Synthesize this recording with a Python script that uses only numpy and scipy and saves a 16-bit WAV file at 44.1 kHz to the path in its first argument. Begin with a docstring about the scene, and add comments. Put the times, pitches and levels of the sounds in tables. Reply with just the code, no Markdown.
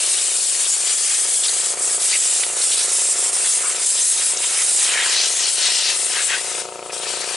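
"""From the start a blow gun cleans a box fan on a garage floor, while a piston compressor chugs at
29 strokes a second. The turbulent jet hisses; swept over the fan, it rushes on the slats, excites
hollows of the housing, spits and briefly whistles on edges. At 6.6 s the trigger is let go, and at
6.9 s a weaker blast follows. Throughout, a gain control holds down the loud jet, so the compressor
ducks under the blasts."""
import sys
import numpy as np
from scipy import signal
from scipy.fft import rfft, irfft, next_fast_len
from scipy.io import wavfile
from scipy.ndimage import uniform_filter1d

SR = 44100
rng = np.random.default_rng(int(sys.argv[2]) if len(sys.argv) > 2 else 0)


def waveform_to_disk(signal):
    """Save audio, clipped to [-1, 1], as 16-bit WAV at the path in sys.argv[1]."""
    frames = np.transpose(np.atleast_2d(signal))
    scaled = np.clip(frames, -1, 1) * 32767
    samples = np.round(scaled).astype(np.int16)
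    wavfile.write(sys.argv[1], SR, samples)


N = 324562
TIME = np.arange(N) / SR


def blow_gun():
    """Aerodynamic noise: turbulence radiates from the free jet and from the surfaces that it strikes."""
    # Spectra of free jet, slats, housing hollows and low roar: f/Hz, relative spectral density/dB
    jet = [(60, -63), (200, -67), (380, -23), (700, -21), (1100, -35), (1900, -25), (2600, -33),
           (3500, -46), (4500, -12.5), (6200, -6), (7400, 1.5), (8700, 4), (9800, 0.5), (10900, -5)]
    slats = [(60, -60), (200, -44), (380, -49), (700, -9), (1100, -26), (1900, -8.5), (2600, -3), (3500, 2),
             (4500, 2.5), (6200, 1.5), (7400, -3), (8700, -6.5), (9800, -22), (10900, -25)]
    hollow = [(200, -60), (700, -16.5), (1100, -5), (1450, -8), (1900, 0.5), (2600, -1), (3500, -3.5),
              (4200, -25), (7400, -5.5), (10900, -34)]
    roar = [(60, -38), (200, -22), (380, -9), (700, -5), (1100, 0), (1450, -2), (1900, -4), (2600, -5),
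            (4500, -9), (8000, -9), (10900, -26)]
    # Slow drift as the hand moves the gun: t/s, hiss level/dB, fizz level re hiss/dB
    jet_levels = [(0, -12, 2.5), (.85, -12, 4), (1.1, -5.5, 1), (1.38, -8, 1), (1.5, -13, 3.5),
                  (1.9, -15, -1.5), (2.25, -10, 1), (2.8, -13.5, -0.5), (3.25, -14, -1), (3.68, -16, 3),
                  (3.95, -10, 1), (4.5, -12, 2.5), (4.78, -10, -2), (4.98, -20.5, 3), (5.8, -17.5, 7),
                  (6.1, -17.5, 3.5), (6.38, -23.5, 8.5), (6.95, -30, -4), (7.36, -29, -10)]
    # Quick swings toward (+) or away from (-) the listener: centre t/s, duration/s, level change/dB
    swings = [(.13, 0.074, 3), (.49, 0.13, 4.5), (.71, 0.06, 7.5), (1.26, 0.054, -11), (1.76, 0.078, -12.5),
              (1.987, 0.038, -8.5), (2.065, .06, 4), (2.205, 0.045, 3), (2.52, 0.19, -8), (2.64, 0.061, 6),
              (2.735, 0.04, 6), (2.875, 0.019, -7.5), (2.965, 0.041, 3), (3.115, 0.024, 4),
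              (3.154, 0.016, -6), (3.316, 0.024, -11.5), (3.52, 0.083, 9), (3.765, 0.055, -8.5),
              (3.885, 0.075, 10.5), (4.08, 0.072, 13), (4.37, .07, -11), (4.82, 0.048, 8),
              (5.35, 0.073, 8.5), (5.52, 0.077, 9.5), (6.26, .055, 8.5)]
    # The jet meets the fan squarely (+) or slips off (-): centre t/s, duration/s, slats/dB, hollow/dB
    passes = [(.1, 0.29, 4.5, 2.5), (.43, 0.16, 0, -5), (.62, 0.21, 3, 1), (.89, 0.059, 6, 6.5),
              (1.12, 0.14, 1.5, 6.5), (1.38, .1, -2.5, -4), (1.6, 0.055, 2.5, -2), (1.8, 0.19, -7.5, -3),
              (1.98, .04, -7, -9), (2.125, 0.064, 6, 1), (2.25, .06, 3, 5), (2.52, 0.078, -7, 0),
              (2.805, 0.064, 7.5, -1), (3.1, 0.49, -4.5, -1), (3.315, 0.058, -5, -2), (3.45, .1, 0.5, 4),
              (3.67, 0.18, -5, 3.5), (3.98, 0.056, 4, 1), (4.21, 0.089, 3, 5.5), (4.44, 0.02, 4, 12.5),
              (4.58, 0.16, 1, 7.5), (4.82, 0.045, 5.5, 8), (4.985, 0.22, 4.5, 14), (5.19, .19, 12, 9.5),
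              (5.445, 0.14, 8.5, 5.5), (5.655, 0.12, 14, 11.5), (5.765, 0.11, 8.5, 1),
              (5.875, 0.14, 12, 8.5), (6.175, 0.11, 5, 12.5), (6.33, 0.096, 5.5, 16), (6.96, .08, 0.5, -11),
              (7.2, 0.32, 3.5, 3)]
    # Direction of the jet: t/s, left-right level difference/dB
    jet_pan = [(0.0, 2.0), (0.59, 3), (2.75, 0.0), (4.43, 1.5), (4.65, 0), (5.35, 3), (6.89, 5),
               (6.97, 5.5), (7.36, 6)]
    level_db, fizz_db = in_time(jet_levels)
    swing_db, = sweeps(swings)
    slats_rise_db, hollow_rise_db = sweeps(passes)
    flow_db = valve_db()
    hiss_db = flow_db + level_db + swing_db
    change_db = level_db + swing_db + 13   # re the usual hiss of -13 dB; the fan follows it only in part
    layers = [(jet, hiss_db),
              (slats, flow_db - 22 + 0.65 * change_db + slats_rise_db),
              (hollow, flow_db - 30 + 0.5 * change_db + hollow_rise_db),
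              (roar, flow_db - 33 + 0.24 * change_db + 0.32 * hollow_rise_db)]
    stream = turbulence(layers, ripple_db=1.67, ripple_hz=18, flutter_db=1.01, flutter_hz=40)
    stream = near_reflections(stream, first_ms=0.703, last_ms=6, strength=0.093, sway=0.082)
    fizz_band = signal.butter(8, [13000, 19000], "band", fs=SR, output="sos")
    fizz = unit_rms(signal.sosfilt(fizz_band, rng.standard_normal(N)))
    fizz *= from_db(flow_db + level_db + fizz_db + 0.77 * swing_db)
    whistles = from_db(hiss_db) * edge_tones(gain_db=-3, attack_s=0.0029, release_s=0.0055)
    return (stream + fizz + whistles) * stereo_gains(in_time(jet_pan)[0])


def valve_db(open_s=0.022, close_s=0.032, leak_db=-11):
    """Throttling: the flow rises linearly as the valve opens and decays exponentially to a leak."""
    # The trigger is held: start t/s, end t/s
    blasts = [(-0.1, 6.612), (6.911, 7.5)]
    opening = sum(np.clip((TIME - start) / open_s, 0, 1) * np.exp(-np.maximum(TIME - end, 0) / close_s)
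                  for start, end in blasts)
    return 10 * np.log10(opening ** 2 + from_db(leak_db) ** 2)


def sweeps(rows, steepness=2.4):
    """Amplitude modulation: each hand movement is a bell in dB, its duration taken at half height."""
    centre, duration, *columns = np.transpose(rows)
    coarse = TIME[::100]
    distance = np.abs(2 * (coarse - centre[:, None]) / duration[:, None])
    bells = 0.5 ** (distance ** steepness)
    return [np.interp(TIME, coarse, db @ bells) for db in columns]


def turbulence(layers, ripple_db, ripple_hz, flutter_db, flutter_hz, count=24):
    """Incoherent noises add in power; the gaps that the jet crosses favour now one band, now another."""
    # Likeness of the air noise at the two ears: f/Hz, correlation coefficient
    coherence = [(100, .98), (500, 0.54), (1200, 0.74), (2500, 0.84), (6000, 0.86), (10000, .97)]
    edges = np.geomspace(800, 12400, count + 1) - 700
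    centres, widths = np.sqrt(edges[1:] * edges[:-1]), np.diff(edges)
    shares = np.array([from_db(at_hz(spectrum, centres)) ** 2 * widths for spectrum, _ in layers])
    shares /= shares.sum(axis=1, keepdims=True)
    powers = np.array([from_db(db) ** 2 for _, db in layers])
    white, out = rng.standard_normal((2, 2, N)), np.zeros((2, N))
    for k in range(count):
        band = signal.butter(2, edges[k:k + 2], "band", fs=SR, output="sos")
        correlation = at_hz(coherence, centres[k])
        side_gain = np.sqrt((1 - correlation) / (1 + correlation))
        ripple = unit_rms(from_db(ripple_db * drift(ripple_hz)))
        gain = np.sqrt(shares[:, k] @ powers) * ripple
        out += unit_rms(signal.sosfilt(band, white[k % 2])) * gain * [[1], [side_gain]]
    mid, side = out * unit_rms(from_db(flutter_db * drift(flutter_hz)))   # slats chop the whole stream
    return np.array([mid + side, mid - side])


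def edge_tones(gain_db, attack_s, release_s):
    """Resonance: turbulence drives one mode for as long as the jet stays on an edge or gap."""
    # Spits and whistles: start t/s, duration/s, f/Hz, bandwidth/Hz, relative level/dB
    resonances = [(.651, .023, 3480, 600, -6.5), (0.694, 0.065, 6920, 350, -2.5),
                  (0.8, 0.18, 7200, 300, -5.5), (1.432, 0.041, 4300, 2600, -0.5),
                  (1.479, 0.024, 4130, 900, -1), (2.121, 0.051, 2380, 900, -4.5),
                  (2.15, 0.088, 7700, 300, -5), (2.431, .012, 2920, 2400, 4),
                  (2.613, 0.017, 4250, 900, -1.5), (2.71, 0.039, 3800, 1800, -6.5),
                  (2.898, 0.47, 5500, 600, -13), (3.628, 0.085, 1350, 500, -11.5),
                  (4.003, 0.028, 6270, 500, -1), (4.37, 0.01, 6200, 1800, 11),
                  (4.944, 0.089, 1770, 200, -1.5), (4.961, 0.076, 2170, 200, -2.5),
                  (5.15, 0.1, 4460, 1200, 3), (5.294, 0.13, 6560, 400, -4.5), (5.618, .06, 4160, 1800, 5),
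                  (5.832, 0.079, 4500, 1500, 3.5), (6.141, 0.078, 1710, 300, -2.5),
                  (6.216, 0.09, 7600, 350, -0.5), (6.302, 0.066, 1540, 140, 0),
                  (6.292, 0.11, 1870, 220, -2.5), (6.298, 0.068, 3280, 350, -1.5),
                  (6.897, 0.018, 2300, 1400, 11), (7.006, 0.1, 3850, 700, -9), (7.061, 0.24, 4400, 650, -7)]
    out = np.zeros(N)
    for start, duration, hz, width_hz, db in resonances:
        on = (TIME > start) & (TIME < start + duration)
        age = TIME[on] - start
        band = signal.butter(2, [hz - width_hz / 2, hz + width_hz / 2], "band", fs=SR, output="sos")
        tone = unit_rms(signal.sosfilt(band, rng.standard_normal(2 * SR)))[SR:SR + len(age)]
        envelope = np.tanh(age / attack_s) * np.tanh((duration - age) / release_s)
        out[on] += from_db(db + gain_db) * tone * envelope
    return out


def near_reflections(x, first_ms, last_ms, strength, sway, count=8):
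    """Comb filtering: weak echoes off floor, fan and hand interfere; their delays slide with the gun."""
    out = x.copy()
    for k, delay_ms in enumerate(np.geomspace(first_ms, last_ms, count)):
        delay_s = delay_ms / 1000 * np.exp(sway * drift(corner_hz=0.4))
        echo = np.array([np.interp(TIME - delay_s, TIME, channel) for channel in x])
        out += (-1) ** k * strength * echo
    return out / np.sqrt(1 + count * strength ** 2)


def compressor(level_db, uneven_db, tick_db, tick_hz, tick_s, first_stroke_s=0.00772):
    """Periodic impulse excitation: each revolution gives one sharp gulp of air and a valve tick."""
    # Running speed: t/s, stroke rate/Hz
    speed = [(0, 28.8775), (2, 28.8756), (4, 28.8842), (6, 28.9032), (7.4, 28.9229)]
    # Garage reflections, the same after every stroke: delay/ms, signed amplitude ratio
    echoes = [(5.5, 0.39), (6.7, 0.11), (14.35, 0.13), (15.15, -0.036), (16.3, 0.26), (17.0, -0.17),
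              (25.55, 0.099), (26.3, 0.42), (30.25, 0.051), (32.2, 0.21)]
    # Spectrum of one stroke: f/Hz, relative level/dB
    stroke_spectrum = [(29, -44), (60, -27), (115, -11.5), (200, -8), (290, -13), (370, 5.5), (720, 7),
                       (820, -15), (930, 4.5), (1100, -9.5), (1300, 2.5), (1600, -19), (2700, -8),
                       (5000, -56)]
    # Direction of the compressor: f/Hz, left-right level difference/dB
    pump_pan = [(150, 0), (340, 1), (590, 2.7), (1060, 4.5), (3300, 6)]
    start_hz = speed[0][1]
    turns = 1 + np.cumsum(in_time(speed)[0]) / SR - first_stroke_s * start_hz
    strokes = np.diff(np.floor(turns), prepend=0) * from_db(uneven_db * rng.standard_normal(N))
    reflected = sum(ratio * np.interp(TIME - ms / 1000, TIME, strokes, left=0) for ms, ratio in echoes)
    gulps = unit_rms(filtered(strokes + reflected, lambda hz: from_db(at_hz(stroke_spectrum, hz))))
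    stroke_age = (turns % 1) / start_hz
    spurts = rng.standard_normal(N) * np.exp(-stroke_age / tick_s)
    ticks = unit_rms(signal.lfilter(*signal.iirpeak(tick_hz, Q=3.5, fs=SR), spurts))
    chug = from_db(level_db) * gulps + from_db(tick_db) * ticks
    return filtered(chug, lambda hz: stereo_gains(at_hz(pump_pan, hz)))


def whirr(level_db, side_db):
    """Stationary broadband noise of the compressor's motor and belt, spread by the garage."""
    # Motor and belt: f/Hz, relative spectral density/dB
    spectrum = [(25, -16), (60, -10), (120, -10), (250, -2), (380, 7), (750, 1.5), (1100, 7.5), (1600, -21),
                (2700, -12), (4500, -10), (11000, -31)]
    mid, side = unit_rms(filtered(rng.standard_normal((2, N)), lambda hz: from_db(at_hz(spectrum, hz))))
    return from_db(level_db) * (mid + from_db(side_db) * side * [[1], [-1]])


def from_db(db):
    """Amplitude ratio of a level."""
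    return 10 ** (np.asarray(db) / 20)


def unit_rms(x):
    """Normalisation to a mean power of one."""
    return x / np.sqrt(np.mean(x ** 2) + 1e-20)


def in_time(rows):
    """Linear interpolation of each column over time."""
    times, *columns = np.transpose(rows)
    return [np.interp(TIME, times, column) for column in columns]


def at_hz(points, hz):
    """Interpolation on a logarithmic frequency axis."""
    f, value = np.transpose(points)
    return np.interp(np.log(np.maximum(hz, 1)), np.log(f), value)


def filtered(x, response):
    """Zero-phase filtering: the spectrum is multiplied by a real gain."""
    size = next_fast_len(N + SR // 10)
    return irfft(rfft(x, size) * response(np.fft.rfftfreq(size, 1 / SR)), size)[..., :N]


def stereo_gains(db):
    """Amplitude panning: left and right gains for a level difference."""
    return from_db(np.array([db, -db]) / 2)


def drift(corner_hz, step=40):
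    """Slow random fluctuation: low-passed noise of unit RMS."""
    pole = np.exp(-2 * np.pi * corner_hz * step / SR)
    noise = rng.standard_normal(N // step + 2002)
    slow = signal.lfilter([1], [1, -2 * pole, pole ** 2], noise)[2000:]   # once the filter has settled
    return np.interp(np.arange(N) / step, np.arange(len(slow)), unit_rms(slow))


def scene():
    """Superposition of the blow gun and the running compressor behind it."""
    pump = compressor(level_db=-35, uneven_db=0.74, tick_db=-50, tick_hz=2540, tick_s=0.0034)
    return blow_gun() + pump + whirr(level_db=-47, side_db=-20)


def record(dry):
    """Automatic gain control: gain falls as short-term power rises. A steep low-pass removes the fizz."""
    ceiling_db, window_s, cutoff_hz = -13.5, 0.018, 11080
    power = uniform_filter1d(dry.mean(axis=0) ** 2, int(window_s * SR))
    held = dry / np.sqrt(1 + power / from_db(ceiling_db) ** 2)
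    return filtered(held, lambda hz: np.clip((cutoff_hz - hz) / 100 + 0.5, 0, 1))


dry = scene()
out = record(dry)
waveform_to_disk(out)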